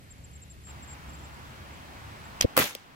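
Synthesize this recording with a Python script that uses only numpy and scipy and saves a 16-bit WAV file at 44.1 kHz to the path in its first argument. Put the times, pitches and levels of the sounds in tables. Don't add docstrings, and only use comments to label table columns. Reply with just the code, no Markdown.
import sys
import numpy as np
from scipy import signal
from scipy.io import wavfile
from scipy.ndimage import uniform_filter1d

SR = 44100
rng = np.random.default_rng(int(sys.argv[2]) if len(sys.argv) > 2 else 0)


def transcribe(signal):
    frames = np.atleast_2d(signal).T
    limited = np.clip(frames, -1, 1)
    pcm = np.round(limited * 32767).astype(np.int16)
    wavfile.write(sys.argv[1], SR, pcm)


N = 130095

# pitch_hz, level_db, t60_s
PLATE_MODES = [(523, -21, 0.014), (2480, -9, 0.005), (3330, -4.5, 0.012), (5200, -2, 0.0057),
               (6010, 7, 0.0037), (11930, -2.5, 0.0025)]
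# pitch_hz, likeness (0 to 1)
BURST_LIKENESS = [(1000, 0.26)]
LEFT_LAG, RIFLE_LAG, FAR_LAG, PUFF_LAG = 17, 7, 13, 40
THUD_RISE_S = 0.0016


def gain_of(db):
    return 10 ** (np.asarray(db) / 20)


def evened(x):
    return x / np.sqrt(np.mean(x ** 2) + 1e-20)


def read(points, hz):
    f, value = np.transpose(points)
    return np.interp(np.log(hz + 1), np.log(f + 1), value)


def add(mix, start_s, sound, lag=0, pan_db=0):
    sound = sound * gain_of([[pan_db / 2], [-pan_db / 2]])
    for side, late in ((0, lag), (1, 0)):
        part = mix[side, round(start_s * SR) + late:][:sound.shape[1]]
        part += sound[side, :len(part)]


def noise(count, spectrum, likeness, lag, patchy_db=0., t60=None, size=512):
    hop = size // 4
    frames, hz = count // hop + 5, np.fft.rfftfreq(size, 1 / SR)
    a, b, c, d, patches = rng.standard_normal((frames, len(hz), 5)).T
    patches = uniform_filter1d(patches, size=8 + size // 128, axis=0)
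    patches = evened(uniform_filter1d(patches, size=12, axis=1))
    same = np.clip(read(likeness, hz), 0, 1)[:, None]
    right = a + 1j * b
    delay = np.exp(-2j * np.pi * hz * lag / SR)[:, None]
    left = same * right * delay + np.sqrt(1 - same ** 2) * (c + 1j * d)
    z = np.array([left, right]) * gain_of(read(spectrum, hz)[:, None] + patchy_db * patches)
    level = np.std(signal.istft(z, nperseg=size, noverlap=size - hop)[1])
    if t60:
        z = z * gain_of(-60 * np.arange(frames) * hop / SR / read(t60, hz)[:, None])
    return signal.istft(z, nperseg=size, noverlap=size - hop)[1][:, :count] / level


def ring(modes, spread=0., rise=1e-4):
    t = np.arange(SR // 3) / SR
    phases = spread * rng.standard_normal(len(modes))
    x = np.zeros(len(t))
    for (hz, db, t60), phase in zip(modes, phases):
        x += gain_of(db - 60 * t / t60) * np.sin(2 * np.pi * hz * t + phase)
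    x = x * np.minimum(t / rise, 1)
    return x / abs(x).max()


def burst(rise, t60):
    t = np.arange(0, rise + t60, 1 / SR)
    return np.minimum(t / rise, 1) ** 2 * gain_of(-60 * np.maximum(t - rise, 0) / t60)


def arch(length):
    return np.sin(np.pi * np.arange(0, 1, 1 / (length * SR)))


def ducked(x, threshold_db, share, held_fall_db_per_s):
    power = uniform_filter1d((x ** 2).mean(0), size=200, origin=99)
    power_db = 10 * np.log10(abs(power) + 1e-12)
    fall = np.arange(N) * held_fall_db_per_s / SR
    held_db = np.maximum.accumulate(power_db + fall) - fall
    over_db = np.maximum(held_db - threshold_db, 0)
    return x / gain_of(share * uniform_filter1d(over_db, size=600, origin=299))


def blows():
    # start_s, hiss_db, rise_s, t60_s, thud_db, thud_tilt_db_per_octave
    blow_list = [(2.5645, -14, 0.0038, 0.024, -23, 4), (2.5748, -8.5, 0.0016, 0.029, -5.5, 0.5),
                 (2.588, -9.5, 0.0017, 0.033, -11, 3), (2.5918, -17, .0015, .02, -16, -1.5),
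                 (2.5991, -20, 0.00086, 0.043, -9.5, -3)]
    # pitch_hz, level_db
    hiss_spectrum = [(300, -10.5), (920, -6), (2200, -2.5), (3000, -8), (5400, -16.5), (10500, -11.5),
                     (14000, -9)]
    # pitch_hz, level_db, t60_s
    rifle_modes = [(505, 0, .2), (590, -3, .13), (1300, -5, .25), (2015, -5, .18), (2650, -7, .14)]
    # pitch_hz, level_db, t60_s
    stock_modes = [(202, -2, 0.0234), (320, 4.5, 0.024), (563, 8.5, 0.018), (1185, 5.5, 0.015),
                   (2170, -7, 0.012)]
    out = np.zeros((2, N))
    for start_s, hiss_db, rise, t60, thud_db, tilt_db in blow_list:
        shape, crack = burst(rise, t60), burst(1e-4, 0.0018)
        hiss = noise(SR // 8, hiss_spectrum, BURST_LIKENESS, RIFLE_LAG, size=128)
        add(out, start_s, gain_of(hiss_db) * shape * hiss[:, :len(shape)])
        crack = crack * evened(hiss[1, -len(crack):])
        add(out, start_s + rise, gain_of(hiss_db + 4.5) * crack, RIFLE_LAG)
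        tilted = [(hz, db + tilt_db * np.log2(hz), decay) for hz, db, decay in stock_modes]
        for side in range(2):
            thud = ring(tilted, spread=0.43, rise=THUD_RISE_S)
            knock = thud + gain_of(-5.5) * ring(rifle_modes, spread=3.97)
            add(out, start_s, gain_of(thud_db) * np.outer(np.arange(2) == side, knock), RIFLE_LAG)
    return out


def yard_tail():
    # pitch_hz, level_db
    tail_spectrum = [(70, -28), (120, -3.5), (530, -4.5), (1300, -6), (2200, -4), (4500, -9.5), (8500, -14),
                     (15500, -7.5)]
    # pitch_hz, t60_s
    tail_decay = [(150, 0.28), (1500, 0.35), (7000, 0.36), (14000, 0.24)]
    start_s, level_db, rise_s, flicker_depth_db = 2.578, -9, 0.013, 1.6
    likeness = [(300, .6), (2500, 0.069), (9000, 0.25)]  # pitch_hz, likeness
    out = np.zeros((2, N))
    t = np.arange(SR // 2) / SR
    tail = noise(len(t), tail_spectrum, likeness, RIFLE_LAG, 2.06, tail_decay, size=256)
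    flicker_db = flicker_depth_db * evened(uniform_filter1d(rng.standard_normal(len(t)), size=90))
    add(out, start_s, gain_of(level_db + flicker_db) * tail * np.minimum(t / rise_s, 1))
    return out


def rifle():
    return signal.lfilter(*signal.butter(2, 76, "high", fs=SR), blows() + yard_tail())


def pellet_crack():
    # start_s, level_db, left_over_right_db
    crack_and_echo = [(2.4114, -1, -6.5), (2.4126, -15.5, 17)]
    out = np.zeros((2, N))
    for start_s, db, pan_db in crack_and_echo:
        add(out, start_s, gain_of(db) * ring(PLATE_MODES, spread=0.6), LEFT_LAG, pan_db)
    return out


def onset_and_scraps():
    # pitch_hz, level_db
    grit_spectrum = [(700, -7.5), (1600, -10.5), (2600, -2.5), (4500, -6), (7000, -18), (9000, -22),
                     (13500, -15.5), (15500, -41)]
    # start_s, level_db, rise_s, t60_s
    noise_bursts = [(2.407, -18, 0.0035, 0.023), (2.4194, -18, 0.0023, 0.044),
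                    (2.4222, -19.5, 0.004, 0.056)]
    out = np.zeros((2, N))
    for start_s, db, rise, t60 in noise_bursts:
        shape = burst(rise, t60)
        grit = noise(SR // 4, grit_spectrum, BURST_LIKENESS, LEFT_LAG, patchy_db=1.5, size=128)
        add(out, start_s, gain_of(db) * shape * grit[:, :len(shape)])
    return out


def air_puff():
    out = np.zeros((2, N))
    shape = arch(0.017)
    air = shape ** 2 * rng.standard_normal((2, len(shape)))
    air = np.pad(air, ((0, 0), (0, len(shape))))
    puff = signal.sosfiltfilt(signal.butter(8, [210, 635], "band", fs=SR, output="sos"), air)
    puff = puff / abs(puff).max(1, keepdims=True)
    add(out, 2.441, gain_of(-2.5) * puff, PUFF_LAG, -3)
    swing = arch(0.011)
    add(out, 2.445, gain_of(-13.5) * evened(swing * np.gradient(-swing)), PUFF_LAG, 4)
    return out


def far_strike():
    # pitch_hz, level_db
    snap_spectrum = [(1500, -17), (3200, -3), (4900, -6), (6500, -14), (16000, -11.5)]
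    start_s, body_delay_s, snap_db, body_db = 2.7503, 0.00235, -19, -25.5
    out = np.zeros((2, N))
    shape = burst(0.00053, 0.01)
    snap = noise(1024, snap_spectrum, BURST_LIKENESS, FAR_LAG, size=128)[:, :len(shape)]
    add(out, start_s, gain_of(snap_db) * shape * snap)
    body = ring(PLATE_MODES[:1], rise=THUD_RISE_S)
    add(out, start_s + body_delay_s, gain_of(body_db) * body, FAR_LAG)
    return out


def insect():
    # start_s, length_s, level_db
    chirps = [(0.103, 0.026, -47), (0.18, .008, -54), (0.238, 0.021, -48.5), (.309, .008, -56),
              (.331, 0.013, -50.5), (0.351, 0.021, -48.5), (0.417, 0.025, -48.5), (0.498, 0.029, -48.5),
              (0.635, 0.0088, -50), (0.647, 0.016, -47.5), (0.659, 0.019, -47), (0.677, 0.019, -48),
              (0.692, 0.025, -48), (0.822, 0.029, -48), (0.873, 0.015, -50), (0.887, 0.015, -48),
              (.901, 0.024, -46), (0.924, 0.017, -46.5), (1.09, 0.017, -51), (1.13, 0.03, -54),
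              (1.185, 0.017, -54), (1.235, 0.028, -53.5), (1.341, .006, -49), (1.737, 0.012, -54.5),
              (2.246, 0.015, -54)]
    top_hz, rise_hz, drop_hz = 7660, 330, 560
    edge_s, full_pitch_s, rough_db = 0.006, 0.0067, 1.5
    out = np.zeros((2, N))
    for start_s, length, db in chirps:
        t = np.arange(0, length, 1 / SR)
        u = t / length
        bend_hz = (rise_hz * (1 - u) ** 3 + drop_hz * u ** 3) * min(length / 0.017, 1)
        pitch_hz = top_hz - drop_hz * np.exp(-length / full_pitch_s) - bend_hz
        edge = np.sin(np.pi / 2 * np.clip(np.minimum(t, length - t) / edge_s, 0, 1))
        rough = evened(uniform_filter1d(rng.standard_normal(len(t)), size=150))
        whistle = edge * np.sin(2 * np.pi * np.cumsum(pitch_hz) / SR)
        add(out, start_s, gain_of(db + rough_db * rough) * whistle, LEFT_LAG, 2.5)
    return out


def faint_insect():
    pip_starts = [.035, .31, 0.397, .474, .533, .612, 1.135, 1.221, 1.386, 1.664, 1.675, 2.107, 2.195]
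    out = np.zeros((2, N))
    shape = arch(0.013)
    pip = shape * np.sin(2 * np.pi * 9770 * np.arange(len(shape)) / SR)
    for start_s in pip_starts:
        add(out, start_s, gain_of(-63.5) * pip, LEFT_LAG)
    return out


def drone():
    # time_s, level_db
    drone_levels = [(0, -65), (.26, -45.5), (.42, -56.5), (.62, -47.5), (.82, -55), (1.08, -50), (1.3, -58),
                    (2.3, -60), (2.6, -69)]
    pitch_hz, octave_db, waver_hz, tremble_db = 70.6, -11, 2.8, 4
    t = np.arange(N) / SR
    time_s, db = np.transpose(drone_levels)
    waver, tremble = (np.interp(t * 25, np.arange(80), v) for v in rng.standard_normal((2, 80)))
    turn = 2 * np.pi * np.cumsum(pitch_hz + waver_hz * waver) / SR
    tone = np.sin(turn) + gain_of(octave_db) * np.sin(2 * turn)
    return np.sqrt(2) * gain_of(np.interp(t, time_s, db) + tremble_db * tremble) * tone


def leaf_wind():
    # pitch_hz, level_db per Hz
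    wind_spectrum = [(20, -24), (60, -4.5), (113, -8.5), (280, -6.5), (420, -13.5), (950, -7),
                     (2140, -13.5), (5000, -24), (10800, -35), (16000, -31.5)]
    # pitch_hz, likeness (0 to 1)
    wind_likeness = [(60, 0.42), (2500, 0.45), (5000, 0.043)]
    # time_s, level_db
    gust = [(.67, -3.5), (2.3, -0.5)]
    wind = noise(N, wind_spectrum, wind_likeness, LEFT_LAG, patchy_db=0.76, size=1024)
    return gain_of(-46 + np.interp(np.arange(N) / SR, *np.transpose(gust))) * wind


def target_air():
    # pitch_hz, level_db per Hz
    air_spectrum = [(20, -33), (45, -13.5), (75, -1.5), (140, -7), (300, -19.5), (1060, -26.5),
                    (1900, -26.5), (2900, -29), (6360, -36.5), (7300, -33.5), (8650, -38.5), (14400, -40.5),
                    (14700, -67)]
    # pitch_hz, likeness (0 to 1)
    air_likeness = [(60, 0.84), (1500, 0.56), (5000, 0.083)]
    return gain_of(-49.5) * noise(N, air_spectrum, air_likeness, LEFT_LAG, patchy_db=.9, size=2048)


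def target_camera():
    out = pellet_crack() + onset_and_scraps() + air_puff()
    out = out + insect() + faint_insect() + drone() + target_air()
    return ducked(out, -24, 0.74, 2.1)


def shooter_camera():
    join_s, fade_s = .668, 0.0041
    out = ducked(rifle() + far_strike() + leaf_wind(), -23.5, 0.48, 4.2)
    return out * np.clip((np.arange(N) / SR - join_s) / fade_s, 0, 1)


def scene():
    return target_camera() + shooter_camera()


def record(dry):
    held = np.clip(dry, -.93, .93)
    low_pass = signal.firwin(511, 15900, window=("kaiser", 9), fs=SR)
    return signal.oaconvolve(held, low_pass[None], "same")


dry = scene()
out = record(dry)
transcribe(out)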